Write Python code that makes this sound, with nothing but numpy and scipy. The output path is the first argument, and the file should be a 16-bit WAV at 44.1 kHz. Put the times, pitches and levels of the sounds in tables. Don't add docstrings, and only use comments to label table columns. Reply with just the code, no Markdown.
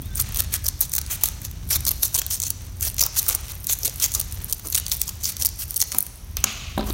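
import sys
import numpy as np
from scipy import signal
from scipy.fft import rfft, irfft, next_fast_len
from scipy.io import wavfile
from scipy.ndimage import uniform_filter1d

SR = 44100
rng = np.random.default_rng(int(sys.argv[2]) if len(sys.argv) > 2 else 0)


def wav_record(signal):
    frames = np.transpose(np.atleast_2d(signal))
    bounded = np.clip(frames, -1, 1)
    quanta = np.round(bounded * 32767).astype(np.int16)
    wavfile.write(sys.argv[1], SR, quanta)


def makeup_ratio(level_db):
    decades = np.asarray(level_db, float) / 20
    return 10 ** decades


N = 305613


def rms_one(x):
    return x / np.sqrt(np.mean(x ** 2) + 1e-20)


def in_time(rows):
    s, *columns = np.transpose(rows)
    return [np.interp(np.arange(N) / SR, s, column) for column in columns]


def while_it_lasts(rows):
    t = np.arange(N) / SR
    inside = 1. * (t > rows[0][0]) * (t < rows[-1][0])
    return makeup_ratio(in_time(rows)[-1]) * uniform_filter1d(inside, 200)


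def at_hz(points, hz):
    table_hz, values = np.transpose(points)
    return np.interp(np.log(hz + 1), np.log(table_hz), values)


def colour(x, spectrum):
    size = next_fast_len(len(x))
    gain = makeup_ratio(at_hz(spectrum, np.fft.rfftfreq(size, 1 / SR)))
    return irfft(rfft(x, size) * rms_one(gain), size)[:len(x)]


def fade(x, t60_s):
    return signal.lfilter([1], [1, -makeup_ratio(-60 / (t60_s * SR))], x + 1e-18)


def grains(per_s, spread_db, t60_s):
    size = makeup_ratio(spread_db * np.minimum(rng.exponential(1, N), 4))
    born = (rng.random(N) < per_s / SR) * size
    return rms_one(fade(born, t60_s) * rng.standard_normal(N))


# time in seconds, level in dB.
RUMBLE_CURVE = [(0, -27.5), (.46, -29), (.8, -33), (1.39, -31.5), (1.77, -27.5), (2.14, -35), (2.95, -30.5),
                (3.09, -34.5), (3.9, -34.5), (4.46, -29), (4.55, -35), (5.35, -33.5), (6.15, -40),
                (6.35, -30), (6.47, -30), (6.53, -36), (6.93, -25.5)]
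# frequency in Hz, relative level in dB.
RUMBLE_SPECTRUM = [(19, -39), (32, 0.5), (59, 2.5), (87, 1.5), (110, -4.5), (246, -21), (400, -30),
                   (520, -49), (880, -120)]


def ventilation():
    return makeup_ratio(in_time(RUMBLE_CURVE)[0]) * colour(rng.standard_normal(N), RUMBLE_SPECTRUM)


# frequency in Hz, relative level in dB.
HISS_SPECTRUM = [(180, -32), (300, -1), (570, -3), (2400, -8.5), (4900, -10), (6000, -3.5), (7700, -19),
                 (16000, -14)]


def steady_hiss():
    return makeup_ratio(-49) * colour(rng.standard_normal(N), HISS_SPECTRUM)


# time in seconds, level in dB.
RUSTLE_CURVE = [(0, -52), (.1, -51), (.3, -39.5), (.85, -64), (1.13, -43), (1.5, -49.5), (1.75, -59),
                (2.33, -53), (2.48, -76), (2.63, -45.5), (2.88, -77), (3.19, -43), (3.5, -43), (3.72, -57),
                (3.86, -48), (4.44, -44.5), (4.62, -64), (5.32, -48.5), (5.9, -83)]
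# frequency in Hz, relative level in dB.
RUSTLE_SPECTRUM = [(240, -27), (400, -10.5), (584, -5.5), (2610, -4.5), (4340, -4), (4880, -10), (5930, -2),
                   (7700, -9), (9000, -8), (11700, -30), (19800, -120)]


def rustle():
    noise = grains(per_s=1900.0, spread_db=6.0, t60_s=0.013)
    return while_it_lasts(RUSTLE_CURVE) * colour(noise, RUSTLE_SPECTRUM)


# time in seconds, level in dB.
TRICKLE_CURVE = [(0, -46), (.37, -56), (1.25, -51), (1.45, -57), (1.89, -41), (2.35, -53), (2.6, -49),
                 (2.82, -53), (3.2, -47), (3.55, -43.5), (3.99, -43), (4.3, -42), (4.9, -43), (5.27, -50),
                 (6.05, -38.5), (6.14, -53), (6.36, -52), (6.38, -42), (6.5, -44), (6.65, -55), (6.82, -51),
                 (6.9, -39), (6.93, -36)]
# frequency in Hz, relative level in dB.
GRIT_SPECTRUM = [(5000, -71), (7600, -10), (9400, 2), (10300, -5.5), (11200, 1), (12800, 2.5), (15400, 1),
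                 (17000, -9)]


def trickle():
    noise = grains(per_s=550.0, spread_db=5.5, t60_s=0.0091)
    return while_it_lasts(TRICKLE_CURVE) * colour(noise, GRIT_SPECTRUM)


# time in seconds, pitch in Hz, level in dB.
SQUEAK_TONES = [
    [(.025, 3160, -54), (.045, 3560, -50), (.065, 3730, -51), (.085, 3720, -56)],
    [(.105, 3500, -55), (.12, 3510, -52), (.14, 3590, -53), (.15, 3600, -58)],
    [(.09, 1570, -57), (.13, 1550, -54), (.18, 1570, -58), (.23, 1540, -62)],
]


def squeaks():
    tones = np.zeros(N)
    for rows in SQUEAK_TONES:
        pitch_hz = in_time(rows)[0]
        phase = 2 * np.pi * np.cumsum(pitch_hz) / SR
        tones += np.sqrt(2) * while_it_lasts(rows) * np.sin(phase)
    waver = 1 + 0.3 * rms_one(uniform_filter1d(rng.standard_normal(N), 350))
    return waver * tones


# frequency in Hz, relative level in dB.
BLADE_SPECTRUM = [(2000, -64), (3200, -16.5), (4400, -6), (4950, -7), (6000, 0.5), (6900, -2), (7600, -7),
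                  (10000, -10)]
# frequency in Hz, relative level in dB.
STRIP_SPECTRUM = [(800, -27), (1500, -3.5), (2100, -0.5), (2700, 0.5), (3600, -2), (4600, -10.5)]
# frequency in Hz, relative level in dB.
HANDLE_SPECTRUM = [(150, 3.5), (330, -4.5), (600, -2.5), (860, -4), (1200, -2), (1800, -23.5)]


def voices(push):
    spectra = (GRIT_SPECTRUM, BLADE_SPECTRUM, STRIP_SPECTRUM, HANDLE_SPECTRUM)
    return sum(colour(share, spectrum) for share, spectrum in zip(push, spectra))


# time in seconds, level in dB before trim, blade ring in dB re level,
# strip body in dB re level.
CRACK_ROWS = [(0.0572, -23, -17, -20), (.1562, -7, -20, -22), (.1725, -10, -9, -28), (.178, -12, -7, -20),
              (0.2005, -1, -1.5, -27), (0.213, 3, -26, -33), (.289, -17, -14, -15), (0.323, -18, -11, -10),
              (0.3457, -11.5, -3, -15), (.3597, -9, -1, -17), (0.3943, -11, -10, -19),
              (0.404, -3, -12, -17), (0.5393, -0.5, -3, -17.5), (0.6653, -1, -6, -25),
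              (.682, -4, -4.5, -16), (0.6861, 1.5, -6, -33), (0.807, -2, -17, -50), (.8115, 5, -16, -39),
              (0.8953, -13, -16, -31), (.9182, -11, -1, -24), (0.937, -3, -4, -19), (0.952, 0, -7, -27),
              (0.9636, -2, -11, -22), (.982, -1, -3, -13.5), (0.9878, -4.5, -7, -33),
              (1.0149, -12, -4, -17), (1.0633, -17, -1, -21), (1.112, -14, 2, -16), (1.1564, -19, -14, -24),
              (1.2362, 6.5, -6, -18), (1.2408, -7, 1, -17), (1.258, -5, -4, -18), (1.287, -8, -7, -17),
              (1.4176, -16, -16, -19), (1.45, -8, -7, -27), (1.5129, -20.5, -7, -18),
              (1.7612, -18, -15, -9), (1.8063, -5.5, -17, -22), (1.852, -8, -5, -26),
              (1.8666, -5.5, -2, -20), (1.8757, -1.5, -8, -23), (1.8816, 0, -2, -23), (1.8907, -1, -1, -26),
              (1.909, -8, -4, -27), (1.9153, -1, -14, -18.5), (2.0315, -4, 3, -8.5), (2.0367, -7, -5, -20),
              (2.0519, -3, -14, -28), (2.079, -12, -17, -31), (2.144, -4, -3, -20), (2.148, -2.5, 1.5, -32),
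              (2.164, -8, -8, -12), (2.188, -3, -1, -23), (2.1907, -4, -12, -36), (2.1939, -5.5, -3, -19),
              (2.217, -11.5, 1, -6.5), (2.2646, -3, -10, -25), (2.3043, -8, -27, -31),
              (2.4012, -4, -0.5, -29), (2.419, -10, -1, -25), (2.428, -10, -1, -20), (2.436, -5, -1, -31),
              (2.467, -9.5, -8, -16), (2.5038, 1, -4.5, -26), (2.769, -25, -13, -24), (2.8094, -4, -9, -34),
              (2.8274, -3.5, -8, -26), (2.851, -5, -8, -28), (2.9, -13, -12, -15), (2.944, -15, -12, -27),
              (2.9656, -16, -10, -21), (2.9827, -12, -1, -7.5), (2.994, -7, 4, -22), (3.008, -1, -5, -22),
              (3.015, -2, -1, -24), (3.026, -4, 0, -27), (3.037, -3, -1, -16), (3.0638, -2, -9, -26),
              (3.2645, -7, -8, -19), (3.283, 2, -14, -22), (3.2866, 3, -10, -30), (3.2906, 2, -12, -20),
              (3.298, -5, 2, -12), (3.3084, -11, -9, -9), (3.3497, 2.5, -9.5, -34), (3.4826, -18, -1, -13),
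              (3.455, -22, -13, -14), (3.519, -11, -28, -25), (3.553, -19, -12, -25),
              (3.6442, -14, -4, -29), (3.6696, 0.5, -9, -35), (3.6965, -3.5, -0.5, -12.5),
              (3.7323, 1, -14, -26), (3.7883, -13, -15, -29), (3.8328, -11.5, 5.5, -26),
              (3.849, -4.5, -1, -31), (3.8541, -8, 3, -18), (3.8777, -5, 1, -26), (3.8963, -10, -4, -30),
              (3.959, -19, -6, -18), (4.0002, -16, 1, -15), (4.0413, -6.5, 5.5, -13.5),
              (4.119, -11, 1, -23), (4.1393, -8, -2, -22), (4.1503, -8, 3.5, -21), (4.1966, -3, -6, -24),
              (4.2008, -4, -9, -19), (4.2127, -5.5, -4, -24), (4.324, -14.5, -6, -21),
              (4.4448, -10, -16, -32), (4.4977, -18, -2, -20), (4.526, 2.5, -6.5, -28),
              (4.5311, -6, -4, -28), (4.596, -18.5, -12, -14), (4.6711, -13.5, -2, -24),
              (4.6852, -17, -3, -20), (4.701, -13, -10, -24), (4.7253, -8, -5, -29),
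              (4.7476, -1.5, -3, -15), (4.7524, -3.5, 2.5, -21), (4.7777, -3.5, -3, -15),
              (4.7824, -12, 4, -19), (4.7992, -6.5, -9, -23), (4.8647, -8.5, 2, -15), (4.882, -15, -7, -12),
              (4.917, -0.5, 0, -24), (4.922, -6, .5, -19), (4.936, -14, 0, -19), (4.9685, -13, -12, -26),
              (5.016, 6, -9.5, -29), (5.0794, -13.5, 3.5, -21), (5.0916, -9.5, 0.5, -19),
              (5.2431, -5.5, -4.5, -29), (5.2555, -7, -1, -21), (5.3677, -16.5, 3, -13),
              (5.4134, -14, 4, -10), (5.4224, 0, -1, -29), (5.4333, -10, -9, -22), (5.4493, 0, -8, -20),
              (5.4561, 0.5, -3.5, -23), (5.4602, 1.5, -3, -35), (5.4679, 0.5, -11, -35),
              (5.4892, -9.5, -7, -35), (5.708, -6, -14, -34), (5.743, -11, -7, -23), (5.7616, -7, -4, -30),
              (5.7654, -1, -8, -32), (5.7692, -1, -19, -35), (5.7767, -5, -8, -30), (5.799, -14, -10, -27),
              (5.803, 1, -10, -24), (5.8155, 5, 1, -29), (5.824, -4, -2, -12.5), (5.919, -11.5, 2, -7),
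              (5.9243, -11, 0, -7), (5.9474, -7.5, -5, -12.5), (5.9851, 11.5, -20, -40),
              (6.006, -2, -23, -46), (6.0266, -4, -30, -45), (6.066, -13, -10, -18),
              (6.1577, -27, -24, -20), (6.369, -6, 1, -8), (6.4409, 2, -0.5, -3.5), (6.7783, -33, -18, 8),
              (6.782, -14, -26, -16), (6.8097, -30, -13, -1), (6.8993, -17, -9, -11)]


def cracks(trim_db, snap):
    s, db, blade_db, strip_db = np.transpose(np.vstack([small_cracks(), CRACK_ROWS]))
    fizz = np.sqrt(np.clip(1 - makeup_ratio(2 * blade_db), .05, 1))
    shares = [fizz, makeup_ratio(blade_db), makeup_ratio(strip_db), makeup_ratio(strip_db - 10.5)]
    clicks = np.zeros((4, N))
    clicks[:, (s * SR).astype(int)] = makeup_ratio(db + trim_db) * shares
    noise = rng.standard_normal(N)
    t60s_s = (.007, .011, .016, .03)
    return voices([snap * c + fade(c, t60_s) * noise for c, t60_s in zip(clicks, t60s_s)])


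def smear(level, t60_s):
    slope_db = 60 / t60_s * np.arange(N) / SR
    return makeup_ratio(np.maximum.accumulate(20 * np.log10(level + 1e-9) + slope_db, axis=1) - slope_db)


# start in seconds,
# length in seconds, level in dB, strip in dB re level, handles in dB re level.
SNIP_ROWS = [(0.163, 0.025, -32.5, -12, -24), (.194, 0.013, -21, -13, -17), (0.356, 0.032, -36, -5, -9),
             (.39, 0.012, -19.5, -12.5, -23), (0.524, 0.043, -28, -5.5, -14),
             (0.657, 0.014, -26.5, -19, -17), (.815, 0.019, -25, -16.5, -14.5),
             (.835, 0.026, -33, -9.5, -18), (0.929, 0.042, -31.5, -19, -21), (1.102, 0.037, -28, -5.5, -14),
             (1.14, .02, -33, -5, -17), (1.211, .016, -37, -3, -9), (1.233, .05, -29.5, -12, -23),
             (1.445, 0.016, -32, -15, -14), (1.704, 0.059, -21.5, -13, -19.5),
             (1.866, 0.025, -26, -26, -11), (1.909, 0.0089, -28, -12, -6), (2.024, 0.04, -24, -17, -18),
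             (2.148, 0.018, -24, -23, -16), (2.18, 0.016, -28, -10, -23), (2.305, 0.054, -24.5, -17, -26),
             (2.427, 0.015, -30, -17, -12), (2.449, 0.034, -29.5, -16, -23), (2.503, 0.0079, -34, -23, -14),
             (2.821, 0.065, -25, -10.5, -21), (2.983, 0.018, -30, -13, -23), (3.007, 0.013, -19, -11, -18),
             (3.018, 0.051, -33, -8, -5.5), (3.164, 0.022, -21, -11, -28), (3.179, 0.018, -14.5, -19, -32),
             (3.24, 0.037, -36, -13, -19), (3.28, 0.056, -30, -10, -9), (3.343, 0.018, -31.5, -23, -7),
             (3.49, 0.034, -38.5, -5, -14), (3.689, 0.051, -22.5, -16.5, -27),
             (3.802, 0.025, -40, -19, -26), (3.852, 0.011, -17, -12, -31), (3.869, 0.013, -33, -1, -18),
             (4, 0.021, -35, -3, -13), (4.023, 0.04, -19.5, -13, -25), (4.147, 0.014, -21, -17, -24),
             (4.156, 0.031, -33, -16, -7.5), (4.196, 0.026, -40, -9, -17), (4.486, 0.035, -39.5, -14, -10),
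             (4.647, 0.03, -38, -6.5, -3.5), (4.748, 0.0084, -18, -9.5, -30), (4.773, 0.01, -27, -5, -26),
             (4.695, .04, -42, -13, -24), (4.914, .023, -24, -15.5, -25), (4.941, 0.01, -28, -14, -20),
             (4.999, 0.042, -33.5, -19, -32), (5.072, .019, -32.5, -28, -12), (5.204, .022, -42, -16, -24),
             (5.236, .07, -28, -16, -26), (5.397, 0.038, -28.5, -20, -14), (5.448, 0.012, -33, -30, -12),
             (5.588, 0.051, -31, -11.5, -23), (5.684, 0.051, -40.5, -17, -21),
             (5.761, 0.009, -30.5, -26, -15), (5.807, 0.02, -22.5, -24, -38),
             (5.929, 0.043, -37.5, -9, -11), (5.981, 0.01, -29, -25, -31), (6.862, 0.049, -41.5, -17, 5.5)]
GRIND_BLADE_DB, GRIND_ROUGH = -2, 0.37
BITE_DB, BITE_T60_S, EASE_DB, EASE_T60_S = -16.5, .12, -16.5, 0.13


def snips(edge_s):
    pressure = np.zeros((4, N))
    fizz = np.sqrt(1 - makeup_ratio(2 * GRIND_BLADE_DB))
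    for s, length_s, db, strip_db, handle_db in SNIP_ROWS:
        shares = np.array([[fizz], [makeup_ratio(GRIND_BLADE_DB)], [makeup_ratio(strip_db)], [makeup_ratio(handle_db)]])
        pressure[:, int(s * SR):int((s + length_s) * SR)] = makeup_ratio(db) * shares
    bite = makeup_ratio(BITE_DB) * smear(pressure[:, ::-1], BITE_T60_S)[:, ::-1]
    ease = makeup_ratio(EASE_DB) * smear(pressure, EASE_T60_S)
    pressure = np.maximum(pressure, np.maximum(bite, ease))
    pressure = uniform_filter1d(pressure, int(edge_s * SR), axis=1)
    lumps = grains(per_s=380.0, spread_db=1.5, t60_s=0.0071)
    smooth = rng.standard_normal(N)
    return voices(pressure * (np.sqrt(1 - GRIND_ROUGH) * smooth + np.sqrt(GRIND_ROUGH) * lumps))


SMALL_PER_S, SMALL_DB, SMALL_SPREAD_DB = 130.0, 4.5, 3.5
SMALL_BLADE_DB, SMALL_STRIP_DB, SMALL_VARY_DB = -7, -20.5, 3.5
LEAD_DB_PER_S, TRAIL_DB_PER_S = 450.0, 400.0


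def small_cracks():
    chance = rng.random((3000, 2))
    vary = rng.standard_normal((3000, 2))
    s = np.cumsum(-np.log(1 - chance[:, 0])) / SMALL_PER_S
    start, length, db = np.transpose(SNIP_ROWS)[:3, :, None]
    lead_db = LEAD_DB_PER_S * np.maximum(start - s, 0)
    trail_db = TRAIL_DB_PER_S * np.maximum(s - start - length, 0)
    near_db = (db - lead_db - trail_db).max(axis=0)
    level_db = near_db + SMALL_DB - SMALL_SPREAD_DB * np.log(np.maximum(1 - chance[:, 1], .03))
    blade_db, strip_db = np.transpose([SMALL_BLADE_DB, SMALL_STRIP_DB] + SMALL_VARY_DB * vary)
    rows = np.transpose([s, level_db, np.minimum(blade_db, 1), np.minimum(strip_db, -13)])
    return rows[s < (N - 1) / SR]


def patchy(x, patch_db, per_s):
    out, edges_hz = 0, 280 * 2 ** np.arange(0, 6.1, .4)
    spectrum, hz = rfft(x), np.fft.rfftfreq(N, 1 / SR)
    knots = np.arange(0, N / SR + 1, 1 / per_s) * SR
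    for low, high in zip(edges_hz, edges_hz[1:]):
        sway = np.interp(np.arange(N), knots, rng.standard_normal(len(knots)))
        band = irfft(spectrum * (hz >= low) * (hz < high), N)
        out = out + makeup_ratio(patch_db * sway) * band
    return out


# start in seconds, peak in dB, pitch in Hz.
THUD_ROWS = [(0.192, -29, 1260), (.538, -35, 1230), (1.235, -32, 1090), (1.713, -27, 1300),
             (1.865, -35, 1220), (2.144, -35.5, 720), (2.179, -34, 468), (2.87, -31.5, 745),
             (3.025, -24, 980), (3.067, -25.5, 1130), (3.165, -29, 1210), (3.265, -33, 1250),
             (3.299, -33, 530), (3.346, -29.5, 1200), (3.695, -39, 600), (3.833, -35.5, 510),
             (3.852, -33, 324), (3.874, -30, 497), (4.196, -35, 560), (4.655, -35.5, 307),
             (5.419, -37.5, 497), (5.945, -28, 1010), (6.777, -37, 3800), (6.809, -21, 3850),
             (6.9055, -19, 4070)]


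def thuds(cycles, width):
    out, t = np.zeros(N + SR), np.arange(SR // 8) / SR
    for s, db, hz in THUD_ROWS:
        band = signal.butter(2, [hz / (1 + width), hz * (1 + width)], "band", fs=SR, output="sos")
        dying = makeup_ratio(-60 * t * hz / cycles)
        puff = signal.sosfilt(band, rng.standard_normal(len(t)) * dying)
        first = int(s * SR)
        out[first:first + len(t)] += makeup_ratio(db) * puff / np.abs(puff).max()
    return out[:N]


# time in seconds, relative strength in dB.
KNOCK_ROWS = [(5.947, -22), (6.44, -20), (6.777, -11), (6.809, -16.5), (6.839, -24), (6.898, -41)]
# frequency in Hz, relative level in dB, t60 in seconds.
BENCH_MODES = [(170, -20, 0.12), (213.5, -5.5, 0.81), (263, 2, 0.12), (355, -4, 0.1), (403, -7, 0.21),
               (586, -3, 0.045), (706, -12, 0.14), (777, -0.5, 0.11), (976, 0.5, .06), (1330, -3, 0.029),
               (1570, 1, 0.032), (2150, -12, 0.027)]


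def bench(contact_hz):
    s, db = np.transpose(KNOCK_ROWS)
    chance_db = rng.normal(0, 1.8, (len(s), len(BENCH_MODES)))
    out = np.zeros(N)
    for k, (hz, level_db, t60_s) in enumerate(BENCH_MODES):
        clicks = np.zeros(N) + 1e-18
        clicks[(s * SR).astype(int)] = makeup_ratio(db + level_db - 12.5 + chance_db[:, k])
        r, w = makeup_ratio(-60 / (t60_s * SR)), 2 * np.pi * hz / SR
        out += signal.lfilter([0, np.sin(w)], [1, -2 * r * np.cos(w), r * r], clicks)
    return signal.sosfilt(signal.butter(1, contact_hz, fs=SR, output="sos"), out)


# time in seconds, level in dB.
SLIDE_CURVE = [(6.37, -30), (6.39, -39), (6.435, -46), (6.455, -41), (6.47, -27), (6.5, -31), (6.56, -36),
               (6.65, -36.5), (6.75, -41.5), (6.8, -43), (6.93, -44.5)]
# frequency in Hz, relative level in dB.
SLIDE_SPECTRUM = [(290, -40), (500, -14), (718, -6), (919, -17), (1190, -2.5), (1620, -13.5), (2610, 1.5),
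                  (5970, -10), (14900, -31), (16000, -33)]


def slide():
    noise = grains(per_s=8800.0, spread_db=-1.0, t60_s=0.0082)
    return while_it_lasts(SLIDE_CURVE) * colour(noise, SLIDE_SPECTRUM)


# time in seconds, level in dB.
DRAG_CURVE = [(6.776, -30), (6.78, -10), (6.794, -24), (6.89, -30), (6.904, -21), (6.93, -40)]
# frequency in Hz, relative level in dB.
DRAG_SPECTRUM = [(110, -11), (180, -4), (210, 1), (265, -3), (341, 2), (457, -13), (600, -3.5), (800, -8),
                 (930, -11), (1300, -13), (2300, -33), (3950, -15.5), (5000, -40)]


def drag():
    noise = grains(per_s=290.0, spread_db=6.5, t60_s=0.015)
    return while_it_lasts(DRAG_CURVE) * colour(noise, DRAG_SPECTRUM)


# frequency in Hz, t60 in seconds.
SHOP_DECAY = [(300, 1), (1300, 0.79), (3500, 0.94), (6000, 0.96), (9000, 1), (16000, 1)]
# frequency in Hz, level in dB re direct.
SHOP_LEVEL = [(300, -9.5), (2000, -8.5), (6000, -13), (9000, -20.5), (16000, -35)]


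def shop(x):
    t, tail = np.arange(SR) / SR, 0
    edges_hz = 200 * 2 ** np.arange(0, 6.5, 1 / 3)
    white = rng.standard_normal((2, SR))
    for k, (low, high) in enumerate(zip(edges_hz, edges_hz[1:])):
        hz = np.sqrt(low * high)
        band = signal.sosfilt(signal.butter(2, [low, high], "band", fs=SR, output="sos"), white[k % 2])
        dying = makeup_ratio(-60 * t / at_hz(SHOP_DECAY, hz)) * np.minimum(t / 0.015, 1)
        tail = tail + band * dying * makeup_ratio(at_hz(SHOP_LEVEL, hz)) / np.sqrt(np.sum(dying ** 2))
    return signal.fftconvolve(x, tail)[:N]


def scene():
    cutting = cracks(trim_db=-7.5, snap=1.6) + snips(edge_s=0.0074)
    cutting = patchy(cutting, patch_db=3.0, per_s=45.0)
    work = squeaks() + cutting + thuds(cycles=31.0, width=0.26) + bench(contact_hz=3000.0)
    background = ventilation() + steady_hiss()
    close = rustle() + trickle() + slide() + drag()
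    return (background + close + work + shop(work))[None]


def low_pass(x):
    return signal.sosfilt(signal.butter(12, 16670, fs=SR, output="sos"), x)


def record(dry):
    rounded = 1.002 * np.tanh(dry / 1.216)
    x = signal.sosfilt(signal.butter(4, 36.0, "high", fs=SR, output="sos"), rounded)
    step_filter = signal.ellip(10, .2, 30, 15950, fs=SR, output="sos")
    below = signal.sosfiltfilt(step_filter, x)
    mix = below + makeup_ratio(-44.0) * (x - below)
    return low_pass(mix)


dry = scene()
out = record(dry)
wav_record(out)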